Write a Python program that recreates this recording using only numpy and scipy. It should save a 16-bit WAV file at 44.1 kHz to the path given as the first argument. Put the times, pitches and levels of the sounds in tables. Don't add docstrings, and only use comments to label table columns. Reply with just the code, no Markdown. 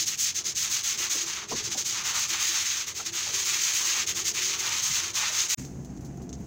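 import sys
import numpy as np
from scipy import signal
from scipy.fft import rfft, irfft, next_fast_len
from scipy.io import wavfile
from scipy.ndimage import uniform_filter1d

SR = 44100
rng = np.random.default_rng(int(sys.argv[2]) if len(sys.argv) > 2 else 0)


def bounce(signal):
    frames = np.transpose(np.atleast_2d(signal))
    limited = np.clip(frames, -1, 1)
    pcm = np.round(limited * 32767).astype(np.int16)
    wavfile.write(sys.argv[1], SR, pcm)


def gain_from_db(level_db):
    decades = np.asarray(level_db, float) / 20
    return 10 ** decades


N = 284886
T = np.arange(N) / SR
HALF = next_fast_len(N // 2 + 2048)
HZ = np.arange(HALF + 1) * SR / 2 / HALF + 1e-3
CUT_S, BACK_S = 5.5465, 5.570


def level(x, db=0):
    return x * gain_from_db(db) / np.sqrt(np.mean(x ** 2))


def curve(table):
    s, db = np.transpose(table)
    return np.interp(T, s, db)


def tone(points):
    hz, db = np.transpose(points)
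    return gain_from_db(np.interp(np.log(HZ), np.log(hz), db))


def ring(modes):
    return sum(gain_from_db(db) / (1 + ((HZ - hz) / (width / 2)) ** 2) for hz, width, db in modes)


def shape(x, gain):
    return irfft(rfft(x, 2 * len(HZ) - 2) * gain)[:N]


def noise():
    return rng.standard_normal(N)


def walk(rate_hz):
    k = int(SR / rate_hz)
    held = np.repeat(rng.standard_normal(N // k + 1), k)
    return 1.31 * uniform_filter1d(uniform_filter1d(held, k), k)[:N]


def slips(rate_hz, spread_db):
    hit, sign, size = rng.random(N), rng.standard_normal(N), rng.exponential(size=N)
    return (hit < rate_hz / SR) * sign * gain_from_db(spread_db * size)


# (frequency [Hz], level [dB])
MIC_TONE = [(3000, -1.5), (5100, 0), (5800, 3), (6460, 8), (6900, 1.5), (7400, -2.5), (8200, -13),
            (9300, -19.5), (13600, -27.5), (14300, -22), (14800, -14), (15700, -21)]


def microphone(x):
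    return shape(x, tone(MIC_TONE))


def heard(x):
    return x / np.sqrt(np.mean(microphone(x) ** 2))


# (turn [s], depth of stop [dB], stroke
# level [dB], lean on bristles [dB], drag of back [dB])
BRUSH_STROKES = [(0.0, 0.0, -24.5, -4.3, -16.8), (0.055, 11.2, -30.3, 0.7, -7.1),
                 (0.171, 19.3, -25.7, -7.3, -15.7), (0.255, 0.3, -25.6, -1.2, -9.2),
                 (0.338, 34.6, -28.9, -3.3, -5.6), (0.436, 28.6, -27.6, -4.5, -8.9),
                 (0.544, 37.3, -26.2, -2.6, -8.0), (0.693, 9.0, -27.1, -1.2, 0.9),
                 (0.827, 14.6, -28.5, 0.6, -4.6), (0.972, 9.9, -28.5, 2.1, 3.7),
                 (1.092, 11.8, -26.9, -0.9, -0.7), (1.175, 0.3, -30.7, -4.6, 0.2),
                 (1.26, 4.1, -34.0, 3.7, 7.1), (1.365, 0.3, -37.7, 4.4, 16.2),
                 (1.473, 52.4, -30.6, -0.4, 0.6), (1.545, 6.0, -29.6, -1.0, -0.9),
                  (1.63, 9.7, -30.0, -3.0, -0.3), (1.697, 10.6, -29.3, 0.2, 5.0),
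                  (1.764, 11.3, -27.1, -3.3, -0.8), (1.84, 17.2, -28.1, -2.4, 2.4),
                  (1.94, 0.3, -32.3, 2.6, 8.8), (2.035, 8.3, -29.4, 2.5, 12.2),
                  (2.133, 6.4, -27.1, -1.1, 0.3), (2.279, 7.8, -31.4, 7.7, 14.2),
                  (2.385, 6.2, -27.1, 0.7, -3.0), (2.523, 1.3, -28.5, 1.3, 4.2),
                  (2.64, 0.3, -29.8, -1.6, -0.8), (2.745, 0.3, -31.7, 0.0, 1.2),
                  (2.86, 12.3, -33.6, 3.4, 2.2), (2.94, 27.4, -33.9, 0.2, 1.4),
                  (3.044, 12.8, -29.7, 1.8, -1.6), (3.118, 25.3, -28.9, 2.2, 1.7),
                 (3.22, 0.3, -31.9, -2.9, 0.6), (3.32, 5.0, -28.3, -0.7, 2.3),
                (3.444, 4.4, -28.7, 2.1, -2.8), (3.603, 4.0, -28.2, 1.3, -1.8),
                (3.73, 3.9, -25.5, -1.5, 0.6), (3.838, 3.6, -26.7, 2.3, 3.9), (3.95, 2.3, -29.3, 3.1, 0.1),
                (4.061, 18.6, -27.6, 0.9, 0.7), (4.142, 18.6, -29.4, 0.6, -0.0),
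                (4.24, 15.4, -25.4, -2.9, -4.5), (4.331, 18.7, -30.1, 7.1, 6.2),
                (4.408, 2.2, -26.9, -2.1, -8.8), (4.49, 0.3, -31.0, 1.0, 6.9),
                (4.576, 6.0, -31.8, 3.3, 11.8), (4.7, 0.3, -30.2, -0.2, 4.7),
                (4.821, 5.2, -27.2, -2.1, -1.5), (4.925, 2.8, -26.5, -0.3, 2.6),
                (5.025, 4.1, -33.8, 3.0, 8.6), (5.131, 23.6, -26.7, 4.4, 3.0), (5.22, 0.3, -30.6, 4.3, 9.8),
                (5.318, 3.3, -26.8, -3.9, -1.6), (5.483, 14.0, -25.8, 2.1, 2.2)]


def strokes():
    s, stop_db, db, lean_db, drag_db = np.transpose(BRUSH_STROKES)
    ends = np.append(s[1:], CUT_S)
    speed, fresh = np.ones(N), np.zeros(N)
    for turn, before, end, depth_db in zip(s[1:], s, ends[1:], np.abs(stop_db[1:])):
        stop = gain_from_db(-1.2 * depth_db)
        slowing_s = 0.3 * (turn - before) + 0.0012 * depth_db
        speeding_s = 0.017 + 0.0005 * depth_db
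        near = slice(int((turn - slowing_s) * SR), int(end * SR))
        after_s = T[near] - turn
        away = np.where(after_s < 0, -after_s / slowing_s, after_s / speeding_s)
        speed[near] *= 1 - (1 - stop) * np.clip(1 - away, 0, 1) ** 1.12
        freshness = (1 - stop) * (after_s > 0) * np.exp(-np.abs(after_s) / 0.09)
        fresh[near] = np.maximum(fresh[near], freshness)
    level_peak_s = s + 0.47 * (ends - s)
    weight_peak_s = s + 0.62 * (ends - s)
    stroke_db = np.interp(T, level_peak_s, db)
    lean_db, drag_db = (np.interp(T, weight_peak_s, w) for w in (lean_db, drag_db))
    return speed, stroke_db, lean_db, drag_db, fresh


# (centre [Hz], offset [dB], flicker [dB])
BRUSH_PARTS = [
    (870, 1, 2.3),
    (2400, 0.5, 1),
    (5650, -3, -0.1),
    (13000, 5, 0),
]
# (time [s], spray relative to stroke [dB])
FLOOR_WETNESS = [(0.0, -15.94), (0.3, -15.42), (0.42, -21.71), (0.65, -16.17), (1.15, -16.5), (1.4, -17.34),
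                 (1.55, -23.27), (2.05, -17.0), (2.45, -14.36), (2.9, -16.1), (3.1, -20.78), (3.5, -12.85),
                 (3.8, -14.41), (4.25, -17.46), (4.6, -15.48), (4.85, -14.59), (5.15, -17.61),
                 (5.5, -14.41)]


def brush():
    speed, stroke_db, lean_db, drag_db, fresh = strokes()
    drag_db = -19.2 + drag_db - 6 * fresh
    scrape_db = -8.5 + lean_db - 5.5 * fresh
    spray_db = curve(FLOOR_WETNESS) + 7 * fresh - 0.9
    tips = slips(16000 * speed ** 0.5, -0.7) * speed ** 0.72 * gain_from_db(1.03 * walk(90))
    roots = noise() * speed ** 0.78
    drops = slips(20000, 1.1) * speed ** 1.6
    spray = tips + 0.91 * level(drops) * tips.std()
    layers = [(roots, drag_db), (tips, scrape_db), (tips, 0), (spray, spray_db)]
    low_end = tone([(300, -20), (650, -13.5), (900, -4.5), (1200, 3.0), (1500, 2.5), (2000, 5.0)])
    centres = np.log([p[0] for p in BRUSH_PARTS])
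    bands = np.eye(len(BRUSH_PARTS))
    out = 0
    for (source, rel_db), band, (_, offset_db, flicker_db) in zip(layers, bands, BRUSH_PARTS):
        share = np.interp(np.log(HZ), centres, band)
        part = heard(shape(source, share * low_end))
        out = out + part * gain_from_db(stroke_db + rel_db + offset_db + flicker_db * walk(25.11))
    return out


def doorway(x, size=8192):
    t60_s, echo_db = 0.057, -11
    t, out = T[:size], x.copy()
    fade = gain_from_db(-60 * t / t60_s) * (t > 0.003)
    fade /= np.sqrt(np.sum(fade ** 2))
    for i in range(0, N - 3 * size, size // 2):
        tail = rng.standard_normal(size) * fade
        echo = signal.fftconvolve(x[i:i + size] * np.hanning(size), tail)
        out[i:i + 2 * size - 1] += gain_from_db(echo_db) * echo
    return out


# (frequency [Hz], density [dB per Hz])
TRAFFIC_TONE = [(12, -59), (20, -35), (81, -1), (140, -3), (167, -10), (203, -4.5), (280, -17.5),
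                (360, -48), (620, -120)]
# (time [s], level [dB])
TRAFFIC_LEVEL = [(0, -51.5), (.9, -54), (1.2, -54), (1.6, -50.5), (2.6, -55), (3.4, -53), (3.7, -56),
                 (4.15, -51), (4.8, -52.5), (5.5, -55)]
# (frequency [Hz], width [Hz], level [dB])
DOORWAY_MODES = [(335.8, 21, 0.5), (369.3, 18, -3.5), (419.6, 34, -6.5), (466, 10.6, -9),
                 (600, 1200, -21.5)]
# (time [s], length [s], lowest mode [dB], upper modes [dB])
VEHICLE_SWELLS = [(0.025, 0.098, -49, -60), (0.464, .1, -60.5, -53), (0.716, 0.035, -61, -67),
                  (1.0, .06, -64, -56), (1.198, 0.091, -58, -54), (1.58, 0.19, -53.5, -52),
                  (1.95, 0.16, -59, -64), (2.324, 0.052, -52, -74), (2.498, .08, -57, -68),
                  (2.957, 0.097, -60, -56), (3.126, 0.073, -51, -61), (3.38, 0.14, -64, -53.5),
                  (3.563, .07, -55, -62), (3.8, 0.12, -51, -61), (4.18, .2, -49, -49),
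                  (4.555, 0.19, -59, -53), (5.06, .1, -55, -53.5), (5.433, 0.12, -56, -60.5)]


def yard():
    traffic = level(shape(noise(), tone(TRAFFIC_TONE)))
    traffic = traffic * gain_from_db(curve(TRAFFIC_LEVEL) + 1.0 * walk(6.9))
    low_gain = high_gain = gain_from_db(-66.5)
    for s, length_s, low_db, high_db in VEHICLE_SWELLS:
        swell = np.exp(-((T - s) / length_s) ** 2)
        low_gain = low_gain + gain_from_db(low_db) * swell
        high_gain = high_gain + gain_from_db(high_db) * swell
    lowest, *upper = (shape(noise(), ring([m])) * gain_from_db(1.8 * walk(4.17)) for m in DOORWAY_MODES)
    hiss = heard(noise()) * gain_from_db(-51.0)
    return traffic + level(lowest) * low_gain + level(sum(upper)) * high_gain + hiss


# (time [s], peak [dB], pitch [Hz], contact
# [s], pitch fall [octaves/s])
KNOCKS = [(0.999, -43, 370, 0.023, -1), (1.15, -33.5, 389, 0.019, -2), (1.505, -29, 461, 0.042, 1.5),
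          (1.509, -26.5, 1080, 0.027, 2), (1.512, -30.5, 755, 0.019, 4), (1.518, -30.5, 255, 0.034, 2),
          (1.669, -38.5, 358, 0.026, 2), (1.742, -34, 730, 0.025, -2), (1.743, -37, 273, 0.022, -2),
          (1.76, -39, 600, 0.034, 8.5), (2.99, -33, 1400, 0.025, 3), (2.99, -35, 910, 0.026, 12),
          (3, -42, 431, 0.019, 3), (3.255, -38.5, 1008, 0.07, 17), (4.896, -37, 130, 0.025, 2),
          (5.29, -39.5, 636, 0.043, -0.5), (6.401, -28.5, 140, 0.019, -1)]


def knocks(size=8192):
    out, t = np.zeros(N), T[:size]
    pushes = rng.standard_normal((len(KNOCKS), size, 2)) @ [1, 1j]
    away_hz = np.abs(np.fft.fftfreq(size, 1 / SR))
    for (s, db, hz, contact_s, fall), push in zip(KNOCKS, pushes):
        width_hz = 34 + 0.11 * hz
        waver = np.fft.ifft(np.fft.fft(push) / (1 + (away_hz / width_hz) ** 2))
        phase = 2 * np.pi * np.cumsum(hz * 2 ** (-fall * t)) / SR
        body = (waver * np.exp(1j * phase)).real
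        body *= t / contact_s * np.exp(-2.5 * t / contact_s)
        i = int(s * SR)
        out[i:i + size] += (gain_from_db(db) * body / np.abs(body).max())[:N - i]
    return out


# (frequency [Hz], density [dB per Hz])
THUD_TONE = [(12, -48), (20, -30), (59, -9), (100, -9), (129, -7), (188, -6), (361, -12), (549, -24.5),
             (706, -23.5), (1010, -32), (3000, -46.5), (3900, -85), (6600, -120)]
# (frequency [Hz], width [Hz], level [dB])
DRONE_MODES = [(68.3, 9.2, -5.5), (136.2, 7.2, 2.5), (185.8, 5.4, -3), (255, 16, -8), (690, 5.2, -19),
               (785, 12, -29)]


def engine():
    thuds = level(shape(slips(2500, 0.6), tone(THUD_TONE)), -1.8)
    drone = level(shape(noise(), ring(DRONE_MODES)), -2.1)
    return (thuds + drone) * gain_from_db(-38.5 + 0.8 * walk(9))


def cloth():
    swish_s, swish_db, fall_db_per_s = 5.59, -43.5, 150
    swish = gain_from_db(swish_db - fall_db_per_s * np.maximum(T - swish_s, 0))
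    rub = gain_from_db(-59.5 + 1.8 * walk(6.6))
    colour = tone([(800, -11), (2000, -3), (3600, -9), (6000, -3.5), (9000, 4.5), (14000, 5)])
    return heard(shape(slips(22000, 0.73), colour)) * (rub + swish)


# (time [s], rustle [dB], treble [dB], rustle length [s], crack [dB])
CLOTH_TICKS = [(5.65, -46, -12, 0.021, 7), (5.848, -52, -9, .015, 9), (5.903, -60, -12, .012, -2),
               (5.966, -60, -3, .008, 4), (5.974, -57, -12, .012, 7), (6.007, -58, -3, .025, -6),
               (6.049, -52, -7, 0.028, 2), (6.173, -58, -6, .01, 5), (6.219, -55.5, -8, .03, 2),
               (6.2925, -49, -16, 0.015, 9), (6.329, -44, -19, 0.019, 13), (6.352, -55, -24, .006, 6),
               (6.404, -64, 0, .018, -2)]


def ticks():
    dull_tone = tone([(1600, -31), (3400, -5), (8000, 5.0), (10000, -18)])
    bright_tone = tone([(7000, -30), (10000, -5)])
    dull, bright = (heard(shape(noise(), g)) for g in (dull_tone, bright_tone))
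    out, t = np.zeros(N), T[:SR // 10]
    for s, db, treble_db, length_s, crack_db in CLOTH_TICKS:
        near = slice(int(s * SR), int(s * SR) + len(t))
        fade = np.exp(-(t / length_s) ** 2) + gain_from_db(crack_db - 60 * t / 0.0047)
        rustle = dull[near] + gain_from_db(treble_db) * bright[near]
        out[near] += gain_from_db(db) * fade[:len(rustle)] * rustle
    return out


def scene():
    scrubbing = doorway(brush()) + yard()
    wiping = engine() + cloth() + ticks()
    mono = np.where(T < CUT_S, scrubbing, wiping) + knocks()
    return np.array([mono, mono])


def top_cut(x):
    return signal.sosfilt(signal.butter(12, 17090, fs=SR, output="sos"), x)


def record(dry):
    fade_out = np.clip((CUT_S - T) / 0.0006, 0, 1)
    fade_in = np.clip((T - BACK_S) / 0.013, 0, 1) ** 2
    rounded = np.tanh(2.5 * microphone(dry[0])) / 2.5
    top_hz = 15830
    mono = shape(rounded * (fade_out + fade_in), HZ < top_hz)
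    return top_cut(np.array([mono, mono]))


dry = scene()
out = record(dry)
bounce(out)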